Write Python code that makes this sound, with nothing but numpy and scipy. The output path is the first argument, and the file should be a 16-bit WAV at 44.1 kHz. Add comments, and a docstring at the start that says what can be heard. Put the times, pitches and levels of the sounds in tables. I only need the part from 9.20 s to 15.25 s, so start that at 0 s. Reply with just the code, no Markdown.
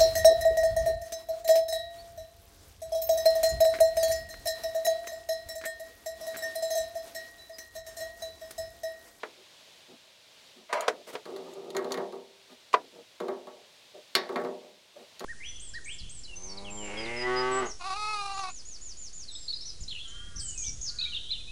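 """A dull knock and soft rubs over a light breeze in the trees, then a steel wrench scrapes off a lid.
Its open jaws clink onto the flats of a fitting on a fuel filter, piped to a pump on a steel tank.
As it tightens, the threads stick and slip, and the tank groans with them. The jaws snap under load,
and every jolt clangs down the pipe and rings the hollow tank.
Between strokes the tool knocks and rubs on the housing."""
import sys
import numpy as np
from scipy import signal
from scipy.fft import rfft, irfft, next_fast_len
from scipy.io import wavfile
from scipy.ndimage import map_coordinates

SR = 44100
rng = np.random.default_rng(int(sys.argv[2]) if len(sys.argv) > 2 else 0)


def store_wav(level_fs):
    """Save 16-bit WAV to argv[1]."""
    pcm = np.round(np.clip(np.atleast_2d(level_fs), -1, 1) * 32767)
    wavfile.write(sys.argv[1], SR, pcm.T.astype(np.int16))


N = 266716
TIME = np.arange(N) / SR
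AGE = np.arange(SR) / SR  # seconds since a hit

# soft rubs of tool and hand: (start [s], length [s], murmur [dB], favoured pitch [Hz], scratch [dB])
RUB_CUES = [(0.174, .04, -58, 330, -77), (0.679, 0.06, -53, 284, -78), (1.352, 0.068, -57, 294, -79),
            (1.76, 0.057, -53, 603, -80), (1.867, 0.036, -46, 550, -47.5), (1.926, 0.016, -39, 553, -46),
            (3.288, 0.043, -52, 236, -61.5), (3.726, .08, -50, 540, -76), (4.738, 0.056, -49.5, 620, -92),
            (5.755, 0.073, -48.5, 590, -64)]
# dead knocks: (time [s], body [dB], favoured pitch [Hz], crack [dB], crack cut-off [Hz], contact [s])
KNOCK_CUES = [(0.032, -40, 510, -38, 2750, 0.0077), (1.527, -32, 1120, -31, 8800, 0.028),
              (1.68, -25.5, 560, -26.5, 6900, 0.0082), (1.952, -36.5, 485, -40, 4460, 0.0099),
              (3.53, -51.5, 890, -39.5, 7160, 0.023), (3.539, -18, 1060, -27.5, 3600, 0.012)]
# loose jaws clinking on the flats: (time [s], peak [dB], favoured pitch [Hz])
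CLINK_CUES = [(1.608, -24, 8400), (2.337, -42.5, 7840), (2.504, -35.5, 4270), (2.567, -24.5, 5800),
              (2.7207, -18, 5300), (5.995, -31, 5200)]
# pushes on the wrench that turn the threads: (start [s], length [s], level [dB])
PUSH_CUES = [(2.068, 0.12, -40), (2.198, .33, -43.5), (2.525, .15, -38), (2.773, 0.046, -33),
             (2.917, 0.054, -42.5), (4.002, 0.062, -38), (4.097, 0.05, -37.5), (5.09, 0.2, -38)]
# steel-on-steel jolts: (time [s], tank ring [dB], pipe clang [dB], snap peak [dB])
JOLT_CUES = [(2.055, -42, -50.5, -38), (2.163, -44, -54, -38), (2.549, -34.5, -42.5, -36.5),
             (2.566, -39.5, -38.5, -29.5), (2.591, -64, -42, -41), (2.645, -36.5, -50, -37),
             (2.707, -32.5, -41, -41), (2.742, -39.5, -42, -29.5), (2.774, -30, -40.5, -35),
             (2.924, -40, -53.5, -43), (4.002, -32.5, -43, -37), (4.083, -33, -41.5, -39),
             (4.271, -46, -48, -46.5), (4.952, -31, -23.5, -9.5), (5.092, -35, -41.5, -38.5),
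             (5.159, -29.5, -33, -31.5), (5.248, -33.5, -44, -38), (5.43, -51.5, -71, -66.5),
             (6.005, -39.5, -47, -35.5), (6.042, -35, -39, -40.5)]

# ringing modes: (frequency [Hz], relative level [dB], t60 [s])
TANK_MODES = [(176, -11, 0.18), (237.2, -11.5, 0.42), (256.8, -10, 0.44), (356.3, -3.5, 0.49),
              (387.3, 2.5, 0.29), (392, -8, 0.83), (477, -2.5, 0.43), (525, -18, 0.9), (603.4, -4, 0.54),
              (697.7, -7.5, 0.4), (798, -9, 0.14), (823.4, -13.5, 0.48), (930, -20.5, 0.7),
              (945, -24, 0.31), (1100, -31, 0.091), (1207, -7.5, 0.11)]  # hollow steel tank
PIPE_MODES = [(1120, -3.5, .3), (1310, -10, .25), (1577, -9, .2), (1895, -6, .2), (2138, -1, .13),
              (2375, -6, .13), (2697, -12, .15), (2932, -12, .15), (3535, -2, .13), (3785, -3, .18),
              (4332, 1, .11), (4632, -1, .11), (4807, -7, .12), (5424, -4, .14)]  # pipe and filter head
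HOUSING_MODES = [(270, -17, .12), (432.6, -4.5, 0.16), (493, -5.5, 0.094), (620, -7.5, 0.12),
                 (706, -6.5, 0.13), (976, -8, 0.11), (1035, 4, 0.02), (1196, -5, 0.066),
                 (1590, -16.5, 0.042), (1945, -8, 0.073), (2780, -15.5, 0.056), (4020, -28.5, .04)]  # housing, damped by the hand; also voices the knock on the lid
JAW_MODES = [(1900, -14, .08), (3200, -11, .06), (3700, -5, .02), (4130, -3, .022), (4450, -4, .02),
             (6760, 0, .018), (7050, -8, .015), (9310, -11, .016), (10410, -8, .018), (11350, -8, .02),
             (12100, -11, .014), (15400, -17, .016)]  # wrench jaws

# noise colours: (frequency [Hz], relative level [dB])
BREEZE_COLOUR = [(15, -50), (25, -35), (97, -12.5), (185, -12.5), (223, -13.5), (384, -10), (560, -6.5),
                 (641, -2), (695, -10), (887, -9.5), (1130, -11), (1230, -13.5), (3720, -4.5),
                 (16000, -29.5)]  # wind in the trees
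SCRATCH_COLOUR = [(300, -31), (900, 6), (1900, 2.5), (3000, -2), (8000, -7), (16000, -15)]  # fine sliding friction
LID_COLOUR = [(150, -52), (330, -27), (470, -6.5), (650, -0.5), (850, -9), (1100, -1), (1700, -13),
              (2300, -12), (4000, -20.5), (9000, -40), (16000, -53)]  # scraped lid
CRACK_COLOUR = [(150, -24.5), (400, -2.5), (2000, 0.5), (2900, -3), (4000, -6.5), (7000, -10), (12000, -14),
                (16000, -14.5)]  # hard edge of a knock
SNAP_COLOUR = [(800, -15), (1900, -12), (2700, -3), (4200, -7), (5500, -16), (6800, -8), (8000, -12.5),
               (11000, -10.5), (13500, -17), (15500, -16.5)]  # gritty snap of the jaws
SHEET_COLOUR = [(100, -66), (190, 2), (300, -9.5), (400, 4), (700, 2), (1300, -3.5), (2200, -51),
                (5000, -37)]  # crowded weak modes of the tank's sheet steel
CLANG_COLOUR = [(300, -31), (600, -1), (1100, -4.5), (1900, 1.5), (2700, -14.5), (4300, -9), (6000, -13),
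                (11000, -25), (16000, -46)]  # crowded weak modes of the pipework

# tail length by band: (frequency [Hz], t60 [s])
STEEL_DECAY = [(200, 0.77), (600, 0.65), (1200, 0.27), (2200, 0.31), (4500, 0.33), (7000, 0.18),
               (14000, 0.15)]  # free-ringing steel
DAMPED_DECAY = [(300, 0.44), (1000, 0.16), (3000, 0.063), (12000, 0.081)]  # damped housing and lid


def amp(db):
    """Decibels to gain."""
    return 10 ** (np.asarray(db) / 20)


def unit(x):
    """Scale to rms 1."""
    return x / np.sqrt(np.mean(x ** 2) + 1e-20)


def struck(x):
    """Scale a hit so that its first 23 ms have rms 1."""
    return x / np.sqrt(np.mean(x[:1024] ** 2) + 1e-20)


def along(points, hz):
    """Read a (frequency, value) curve on a log frequency axis."""
    freqs, values = np.transpose(points)
    return np.interp(np.log(hz + 1), np.log(freqs), values)


def filtered(x, response):
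    """EQ a sound with a gain that depends on frequency."""
    size = next_fast_len(len(x) + SR // 4)
    return irfft(rfft(x, size) * response(np.fft.rfftfreq(size, 1 / SR)), size)[:len(x)]


def noise(colour, size):
    """Coloured noise of rms 1."""
    return unit(filtered(rng.standard_normal(size), lambda hz: amp(along(colour, hz))))


def wobble(rate_hz):
    """A smooth random drift."""
    return map_coordinates(rng.standard_normal(int(N * rate_hz / SR) + 4), [TIME * rate_hz])


def add(track, start_s, sound):
    """Mix a sound into the track at its cue."""
    part = track[max(round(start_s * SR), 0):][:len(sound)]
    part += sound[:len(part)]


def hold(age, length, attack_s, release_s, sag_db_per_s=0):
    """Envelope of a contact that builds up, holds or sags, and lets go."""
    age = np.maximum(age, 0)
    attack = 1 - np.exp(-age / attack_s)
    release = np.exp(-np.maximum(age - length, 0) / release_s)
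    return attack * amp(-sag_db_per_s * age) * release


def favour(table, hz, lift_db, octaves):
    """The place of contact lifts the modes or colour around one frequency."""
    return [(f, db + lift_db * np.exp(-(np.log2(f / hz) / octaves) ** 2), *rest)
            for f, db, *rest in table]


def ring(modes, scatter_db):
    """Decaying modes, with new strengths and signs for each hit."""
    hz, db, t60 = np.transpose(modes)[:, :, None]
    gain = amp(db + scatter_db * rng.standard_normal(hz.shape)) * rng.choice([-1, 1], hz.shape)
    decay = np.exp(-np.log(1000) * AGE / t60)
    return struck(np.sum(gain * decay * np.sin(2 * np.pi * hz * AGE), axis=0))


def wash(colour, decays):
    """Modes too crowded to tell apart: noise whose bands each die at their own speed."""
    hz, age, bands = signal.stft(noise(colour, SR), SR, nperseg=256)
    decay = np.exp(-np.log(1000) * age / along(decays, hz)[:, None])
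    _, tail = signal.istft(bands * decay, SR, nperseg=256)
    return struck(tail[:SR])


def soften(x, hz, q):
    """A springy contact acts as a resonant low-pass."""
    omega = 2 * np.pi * min(hz, SR / 4)
    return signal.lfilter(*signal.bilinear([omega ** 2], [1, omega / q, omega ** 2], SR), x)


def stick_slip(force, body, slips_per_s, spread_db):
    """Steel sticks and slips at an uneven rate, and each slip rings the body under it."""
    onsets = rng.random(N) < slips_per_s / SR
    slips = onsets * amp(spread_db * rng.standard_normal(N)) * rng.choice([-1, 1], N)
    return signal.fftconvolve(unit(slips) * force, body / np.linalg.norm(body))[:N]


def breeze():
    """The bed: a drifting hiss of leaves and needles that eases into a lull."""
    level_db = np.interp(TIME, [0, 3.2], [-55.5, -58]) + 0.9 * wobble(rate_hz=4.72)
    return amp(level_db) * noise(BREEZE_COLOUR, N)


def rubs():
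    """Light sliding contact makes the tank murmur under a thin scratch."""
    out = np.zeros(N)
    for start, length, murmur_db, hz, scratch_db in RUB_CUES:
        modes = favour(TANK_MODES, hz, lift_db=13.5, octaves=0.34)
        body = ring(modes, scatter_db=1.5) * np.exp(-AGE / 0.017)
        murmur = unit(signal.fftconvolve(rng.standard_normal(SR), body)[:SR])
        scratch = noise(SCRATCH_COLOUR, SR)
        swell = hold(AGE, length, attack_s=0.0049, release_s=0.016)
        add(out, start, swell * (amp(murmur_db) * murmur + amp(scratch_db) * scratch))
    return out


def lid_scrape():
    """The wrench is picked up: it slides lightly, bites into the lid, then fades as it lifts."""
    slide_s, bite_s, lift_s = 1.488, 1.527, 1.68
    slide_db, bite_db = -39, -26.5
    force = np.zeros(N)
    for start, end, db in [(slide_s, bite_s, slide_db), (bite_s, lift_s, bite_db)]:
        contact = hold(TIME - start, end - start, attack_s=0.0028, release_s=0.019, sag_db_per_s=104)
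        force += amp(db) * contact
    return stick_slip(force, wash(LID_COLOUR, DAMPED_DECAY), slips_per_s=700, spread_db=3.5)


def knocks():
    """The tool hits the housing or the lid with a crack and a dead ring."""
    out = np.zeros(N)
    for start, body_db, hz, crack_db, cutoff_hz, contact_s in KNOCK_CUES:
        punch = 1 + 0.87 * np.exp(-(AGE / contact_s) ** 4)  # loudest while the two still touch
        envelope = punch * (1 - np.exp(-AGE / 0.0011))
        body = ring(favour(HOUSING_MODES, hz, lift_db=16, octaves=0.75), scatter_db=-1.5)
        crack = soften(wash(CRACK_COLOUR, DAMPED_DECAY), cutoff_hz, q=0.9)
        add(out, start, amp(body_db) * struck(body * envelope) + amp(crack_db) * struck(crack * envelope))
    return out


def jaw_snap(hz, grit_db):
    """A burst of grit over a tiny bright ring of the jaws, peak 1."""
    envelope = np.exp(-AGE / 0.0037) + 0.57 * np.exp(-AGE / 0.014)  # the teeth bite, then skid on
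    grit = noise(favour(SNAP_COLOUR, hz, lift_db=12, octaves=0.51), SR) * envelope
    jaws = ring(favour(JAW_MODES, hz, lift_db=11, octaves=0.4), scatter_db=2)
    snap = jaws + amp(grit_db) * grit
    return snap / np.abs(snap).max()


def clinks():
    """The loose jaws clink brightly on the flats, with no tank ring of their own."""
    out = np.zeros(N)
    for start, peak_db, hz in CLINK_CUES:
        add(out, start, amp(peak_db) * jaw_snap(hz, grit_db=2))
    return out


def threads():
    """The turning threads crackle and make the tank groan in its low modes, in quick uneven surges."""
    modes = ring(favour(TANK_MODES, hz=380, lift_db=4, octaves=0.12), scatter_db=1)
    body = soften(modes + amp(-11) * wash(SHEET_COLOUR, STEEL_DECAY), hz=1100, q=0.8)
    loaded = body * np.exp(-AGE / 0.179)  # the load on the wrench damps the ring
    surges = amp(1.4 * wobble(rate_hz=22))
    force = sum(amp(db) * hold(TIME - start, length, attack_s=0.011, release_s=0.0079)
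                for start, length, db in PUSH_CUES)
    groan = stick_slip(force, loaded, slips_per_s=200, spread_db=1)
    grain = noise(SCRATCH_COLOUR, SR) * np.exp(-AGE / 0.004)
    crackle = stick_slip(force, grain, slips_per_s=73, spread_db=5)
    return surges * (groan + amp(-28) * crackle)


def tank_ring(swell_s):
    """The hollow tank swells into its low modes over a wash of sheet steel."""
    body = ring(TANK_MODES, scatter_db=1.5) + amp(-8) * wash(SHEET_COLOUR, STEEL_DECAY)
    return struck(body) * (1 - np.exp(-AGE / swell_s))


def pipe_clang(snap_db):
    """The pipework clangs at once; a harder snap makes it brighter."""
    middling_hz, middling_db, db_per_octave = 1330, -35, 14
    cutoff_hz = middling_hz * 2 ** ((snap_db - middling_db) / db_per_octave)
    steel = 1.7 * ring(PIPE_MODES, scatter_db=1) + wash(CLANG_COLOUR, STEEL_DECAY)
    clang = soften(steel, cutoff_hz, q=1.2) + amp(-28) * steel  # a little top end stays
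    punch = 1 + 0.53 * np.exp(-AGE / 0.0053)  # the direct blow leads the ring
    return struck(clang * punch)


def jolts():
    """The jaws seat under load with a gritty snap that clangs the pipe and rings the tank."""
    out = np.zeros(N)
    for start, tank_db, clang_db, snap_db in JOLT_CUES:
        add(out, start, amp(clang_db) * pipe_clang(snap_db))
        add(out, start, amp(snap_db) * jaw_snap(hz=4140, grit_db=9))
        add(out, start, amp(tank_db) * tank_ring(swell_s=0.0035))
    return out


def scene():
    """The wrench work over the breeze, in mono."""
    tool = jolts() + knocks() + clinks() + threads() + lid_scrape() + rubs()
    low_cut = signal.butter(4, 160, "high", fs=SR, output="sos")  # keeps the tool sounds free of rumble
    return (signal.sosfilt(low_cut, tool) + breeze())[None]


def record(dry):
    """A brick-wall high cut at 16 kHz on the mix."""
    return np.array([filtered(channel, lambda hz: hz < 16000) for channel in dry])


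dry = scene()
out = record(dry)
store_wav(out)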